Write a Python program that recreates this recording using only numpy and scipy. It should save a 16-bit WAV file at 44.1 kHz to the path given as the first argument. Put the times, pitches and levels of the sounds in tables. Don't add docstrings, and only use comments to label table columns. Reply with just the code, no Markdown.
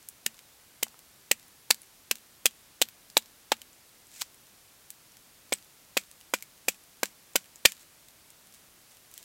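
import sys
import numpy as np
from scipy import signal
from scipy.fft import rfft, irfft
from scipy.io import wavfile
from scipy.ndimage import uniform_filter1d

SR = 44100
rng = np.random.default_rng(int(sys.argv[2]) if len(sys.argv) > 2 else 0)


def dump_mix(stems):
    frames = np.atleast_2d(stems).T
    limited = np.clip(frames, -1, 1)
    pcm = np.round(limited * 32767).astype(np.int16)
    wavfile.write(sys.argv[1], SR, pcm)


N = 407484

# start in seconds, thud level in dB, knock level in dB,
# knock pitch in Hz, tearing level in dB, ring of the freed wood in Hz, treble tilt of the tearing in dB.
BLOWS = [ (0.2625, -1, -5, 910, 2.5, 1710, 0.5), (0.8284, 5.5, 5, 890, 2, 2140, -3),
         (1.313, 10.5, -2, 734, 7, 1900, -5), (1.7055, 6.5, 17, 885, 8, 2300, 2.5),
         (2.112, 3, -14, 1060, 3, 2480, -5), (2.4560, 8.5, 10, 710, 2, 2620, -5),
         (2.8162, 12.5, 14, 736, 10, 3030, 0), (3.1688, 15, 20, 860, 10.5, 2900, -6),
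         (3.5194, 15, 23, 860, 11, 1370, -11.5), (5.523, 13, 5, 750, 4, 2230, -7),
         (5.969, 14, 6, 990, 6, 2340, -4), (6.3373, 13.5, 14.5, 970, 5.5, 2310, -3.5),
         (6.6830, 11, 6, 780, 5, 2500, 2.5), (7.0311, 14, 14, 970, 4, 1600, -6),
         (7.3562, 15, 11, 990, 7.5, 1460, -6), (7.6523, 16, 7, 760, 14.5, 1900, -8)]
# start in seconds, level in dB, ring in Hz, ring height in dB,
# treble tilt in dB.
CRACKS = [ (.2640, -0.5, 2770, 15.5, 3), (0.8317, 0, 2920, 14, 9.5), (1.3133, 5.5, 2850, 13.5, -4),
          (1.3145, 4, 7700, 14, -3), (1.3162, 7.5, 2280, 13.5, 2.5), (1.7077, 8, 1740, 8.5, -5),
          (1.7098, 13, 4440, 13, -4), (2.112, 6.5, 2550, 9.5, -3.5), (2.1136, 4.5, 4900, 5, 1.5),
          (2.4571, 4, 2680, 19, 7.5), (2.4583, 10, 7500, 9, -2.5), (2.4640, 6.5, 3200, 13, 2),
          (2.8223, 7.5, 3730, 12.5, 0.5), (3.1689, 14, 3820, 12.5, -10), (3.1762, -5.5, 7640, 4.5, 15),
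          (3.5186, 10, 3800, 8, -11.5), (4.2188, .5, 4560, 6.5, -3), (5.5278, 5, 3480, 7, -6),
          (5.5364, -10, 8230, 21.5, 2), (5.971, 1.5, 2450, 20, -10), (5.9747, 8, 3650, 3.5, -5),
          (6.3380, 8, 1500, 10.5, -20), (6.6849, 6, 2450, 9.5, -4.5), (7.0330, 4.5, 2380, 11, -.5),
          (7.3579, 3.5, 2230, 16, 6), (7.362, 6, 3160, 10, 3), (7.6548, 10, 3200, 15.5, -5.5),
          (7.657, 20, 2400, 10, -4), (7.6605, 8.5, 4900, 11.5, -4)]
# start in seconds, level in dB, ring in Hz,
# ring height in dB, treble tilt in dB.
TICKS = [ (.0871, -25, 10500, 7, 18), (.3910, -15.5, 2500, -1, -8), (.9910, -26.5, 4000, 2, 5.5),
         (1.7448, -17, 4500, 6, 6), (1.8177, -31, 10200, 22, 3.5), (2.1552, -15.5, 4000, 3, 2),
         (2.887, -15.5, 13900, 15, -7), (3.1006, -23, 4800, 10, 2), (3.6173, -18.5, 3120, 14, 4.5),
         (4.904, -19, 7000, -1, 12), (5.1695, -23.5, 5000, 1, -1), (6.1136, -23.5, 9300, 8.5, 2),
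         (6.2115, -23.5, 3000, 8, -2.5), (6.4244, -17, 2240, 15, 9.5), (7.0566, -8, 7500, 6, -3.5),
         (7.5580, -31, 7000, 13, 9.5), (7.6850, -20, 2390, 19, -10), (7.7204, -11, 2900, 4, 2.5),
         (8.0851, -26.5, 3820, 8, 3), (8.3035, -31.5, 8600, 6, 10), (9.1396, -27.5, 3300, 6, 13),
         (9.178, -20, 3200, 9, 9), (9.2280, -26.5, 4000, 6, 6)]
# time of the peak in seconds, level in dB,
# rise constant in seconds, fall constant in seconds.
RUBS = [(4.165, -50.5, 0.037, 0.056), (4.216, -30.5, 0.0058, 0.0068), (7.690, -46.5, 0.01, 0.024),
        (7.815, -54.5, 0.013, .013), (8.550, -61, .019, .049), (8.915, -58.5, .02, .02),
        (9.171, -56.5, .045, 0.098)]
# frequency in Hz, level in dB.
THUD_SPECTRUM = [(60, -39.5), (165, -21.5), (230, -6), (330, -1.5), (520, -2.5), (750, -6), (1200, -13.5),
                 (2500, -17.5), (8000, -51.5)]
# frequency in Hz, level in dB.
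WOOD_SPECTRUM = [(150, -29.5), (500, -15), (1200, -9), (1700, -3.5), (2500, -1.5), (4000, -1.5),
                 (5300, -2.5), (7800, 1), (10000, -5.5), (12500, -2.5), (15500, -7)]
# frequency in Hz, level in dB.
FOREST_SPECTRUM = [(15, -57), (25, -3.5), (123, 0), (255, -2), (284, -2), (414, -4), (513, -4.5), (604, -4),
                   (1180, -5.5), (1360, -5.5), (2390, -6), (3050, -6.5), (3680, -6), (12400, -7.5),
                   (15800, -10.5)]
# frequency in Hz, level in dB.
RUB_SPECTRUM = [(300, -22.5), (900, -14), (2200, 1), (4000, -1), (5500, 1), (7800, 5), (10000, -3.5),
                (15500, -7.5)]
# first use in seconds, hum pitch in Hz, hum level in dB, rebound delay in ms,
# rebound level in dB, first ground boom in dB, first tearing decay in ms, its change per blow in ms.
STAKES = [(0, 224, -47.5, 3.72, -25, -0.5, 1.96, 0.2), (4.6, 197.5, -48, 3.92, -16.5, -5.5, 6.9, -0.58)]
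# start in seconds, level in dB.
OVERLOAD_THUMPS = [(3.168, -7), (7.6563, 3.5)]
# start in seconds, level in dB, pitch in Hz.
KNOCKS = [(.8670, -12, 900), (.9430, -17, 1000), (4.2185, -4.5, 950)]

TOP_HZ = 15900
SIZE = 8192
AGE = np.arange(SIZE) / SR
FREQS = np.fft.rfftfreq(SIZE, 1 / SR) + 1
TIME = np.arange(N) / SR

THUD_HZ, THUD_RISE_HZ_PER_DB = 423, 9
PACKING_DB_PER_BLOW = 1
LOW_RING_DB, HIGH_RING_HZ, HIGH_RING_DB = 10.5, 7700, 3
CRACK_DECAY_MS = 0.92
SETTLE_S, SETTLE_DB, SETTLE_FADE_DB_PER_S = 0.13, -23.5, 54
SNAG_DB, SNAG_SPREAD_S = -33.5, 0.04
CHIP_RING_DB = 7
DRAG_LAG_S, DRAG_DB, DRAG_RISE_S, DRAG_FALL_S = 0.026, -50.5, 0.015, 0.025
FOREST_DB = -57.5


def undb(db):
    return 10 ** (np.asarray(db) / 20)


def curve_db(points, freqs):
    hz, db = np.transpose(points)
    return np.interp(np.log(freqs), np.log(hz), db)


def bell(hz, q):
    return 1 / (1 + (q * (FREQS / hz - hz / FREQS)) ** 2)


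def response(db):
    cepstrum = irfft(np.log(undb(db)))
    cepstrum[1:SIZE // 2] *= 2
    cepstrum[SIZE // 2 + 1:] = 0
    return irfft(np.exp(rfft(cepstrum)))


def noise(points):
    freqs = np.fft.rfftfreq(N, 1 / SR) + 1
    shaped = irfft(rfft(rng.standard_normal(N)) * undb(curve_db(points, freqs)), N)
    return shaped / shaped.std()


def add(track, s, sound, size=256):
    start = int(np.clip(s * SR - size, 0, N - 1))
    track[start:start + SIZE] += np.roll(sound, size)[:N - start]


def burst(decay_ms, grit, rise, size=110):
    decay_s = max(decay_ms, 0.1) / 1000
    envelope = np.exp(-AGE / decay_s) * (1 - np.exp(-AGE / (rise * decay_s)))
    sizes = np.exp(grit * rng.standard_normal(SIZE))
    shower = rfft(rng.standard_normal(SIZE) * sizes * envelope)
    band_power = uniform_filter1d(np.abs(shower) ** 2, size)
    return irfft(shower / np.sqrt(band_power))


def echoed(sound, near_db, near_s):
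    echoes = rng.standard_normal(SIZE) * np.exp(-AGE / near_s) * (1 - np.exp(-AGE / 0.0026))
    echoes = undb(near_db) * echoes / np.linalg.norm(echoes)
    scatter = rfft(echoes) * FREQS / np.hypot(FREQS, 900)
    return irfft(rfft(sound) * (1 + scatter))


def fracture(db, rings, treble_db, decay_ms, q=3.5, grit=0.5, rise=0.3, echo_db=-14, treble_hz=5500):
    colour = curve_db(WOOD_SPECTRUM, FREQS) + sum(height * bell(hz, q) for hz, height in rings)
    treble = treble_db * FREQS ** 4 / (FREQS ** 4 + treble_hz ** 4)
    body = response(db + colour + treble)
    ring = irfft(rfft(burst(decay_ms, grit, rise)) * rfft(body))
    return echoed(ring, near_db=echo_db, near_s=0.0084)


def blows():
    out = np.zeros(N)
    for s, thud_db, knock_db, knock_hz, tear_db, ring_hz, treble_db in BLOWS:
        stake = STAKES[int(s > STAKES[1][0])]
        first_s, hum_hz, hum_db, rebound_ms, rebound_db, boom_db, decay_ms, decay_step_ms = stake
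        earlier = sum(first_s <= blow[0] < s for blow in BLOWS)

        thud_peak = 6.7 * bell(THUD_HZ + THUD_RISE_HZ_PER_DB * thud_db, q=2.8)
        thud = undb(thud_db + curve_db(THUD_SPECTRUM, FREQS) + thud_peak)
        boom = undb(boom_db - PACKING_DB_PER_BLOW * earlier) * bell(160, q=1.6)
        knock = undb(knock_db) * bell(knock_hz, q=3.4)
        body = response(10 * np.log10(thud ** 2 + boom ** 2 + knock ** 2))
        hum = undb(hum_db) * np.sin(2 * np.pi * hum_hz * AGE) * np.exp(-AGE / 0.023)
        add(out, s, echoed(body, near_db=-11.0, near_s=0.0058) + hum)
        add(out, s + rebound_ms / 1000, undb(rebound_db) * body)

        rings = [(ring_hz, LOW_RING_DB), (HIGH_RING_HZ, HIGH_RING_DB)]
        tear_ms = decay_ms + decay_step_ms * earlier
        tearing = fracture(tear_db, rings, treble_db, tear_ms, q=4.75, grit=0.4, rise=0.13, echo_db=-14)
        add(out, s, tearing)
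    for s, db in OVERLOAD_THUMPS:
        add(out, s, response(db - 10 * np.log10(1 + (FREQS / 140) ** 4)))
    return out


def cracks():
    out = np.zeros(N)
    for s, db, ring_hz, ring_db, treble_db in CRACKS:
        rings = [(ring_hz, ring_db)]
        crack = fracture(db, rings, treble_db, CRACK_DECAY_MS, q=3.9, grit=0.19, rise=0.16, echo_db=-15.5)
        add(out, s, crack)
    for s, db, ring_hz, ring_db, treble_db in TICKS + settling() + snags():
        rings = [(ring_hz, ring_db), (1200, -8)]
        tick = fracture(db, rings, treble_db, decay_ms=0.91, q=4.7, grit=0.5, rise=0.163, echo_db=-9.5)
        add(out, s, tick)
    return out


def settling(count=2):
    rows = []
    for blow, draws in zip(BLOWS, rng.random((len(BLOWS), count, 2))):
        for late, pitch in draws:
            lag_s = SETTLE_S * late
            db = SETTLE_DB - SETTLE_FADE_DB_PER_S * lag_s
            rows.append((blow[0] + lag_s, db, 2200 * 2.5 ** pitch, CHIP_RING_DB, 0))
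    return rows


def snags(count=3):
    rows = []
    for rub, draws in zip(RUBS, rng.standard_normal((len(RUBS), count, 3))):
        for late, size, pitch in draws:
            s = rub[0] + SNAG_SPREAD_S * late
            rows.append((s, SNAG_DB + 2.5 * size, 3800 * 1.4 ** pitch, CHIP_RING_DB, 4))
    return rows


def knocks():
    out = np.zeros(N)
    for s, db, hz in KNOCKS:
        bump = response(db + 20 * np.log10(bell(hz, q=1.0)))
        add(out, s, echoed(bump, near_db=-5, near_s=0.0048))
    return out


def rubs():
    drags = [(blow[0] + DRAG_LAG_S, DRAG_DB, DRAG_RISE_S, DRAG_FALL_S)
             for blow in BLOWS if blow[0] > STAKES[1][0]]
    pressure = np.zeros(N)
    for s, db, rise, fall in RUBS + drags:
        pressure += undb(db) * np.exp(-np.maximum((s - TIME) / rise, (TIME - s) / fall))
    slips = np.exp(0.3 * np.repeat(rng.standard_normal(N // 64 + 1), 64)[:N])
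    return pressure * slips * noise(RUB_SPECTRUM)


def crackle(count=40):
    out = np.zeros(N)
    for when, size, pitch in rng.random((count, 3)):
        rings = [(2500 + 9000 * pitch, 12)]
        snap = fracture(-43 + 7 * size, rings, treble_db=7.5, decay_ms=0.84)
        add(out, when * N / SR, snap)
    return out


def trees(x, far_db, far_s):
    age = TIME[:SR // 2]
    echoes = rng.standard_normal(len(age)) * np.exp(-age / far_s) * (1 - np.exp(-age / 0.006))
    band = signal.butter(1, [700, 10000], "band", fs=SR, output="sos")
    tail = signal.sosfilt(band, echoes / np.linalg.norm(echoes))
    return undb(far_db) * signal.fftconvolve(x, tail)[:N]


def forest():
    return noise(FOREST_SPECTRUM) * undb(FOREST_DB)


def scene():
    work = blows() + cracks() + knocks() + crackle() + rubs()
    return (work + trees(work, far_db=-38.5, far_s=0.068) + forest())[None]


def record(dry):
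    overloaded = np.clip(dry, -0.85, 0.85)
    top_cut = signal.ellip(10, 0.2, 70, TOP_HZ, fs=SR, output="sos")
    return signal.sosfilt(top_cut, overloaded)


dry = scene()
out = record(dry)
dump_mix(out)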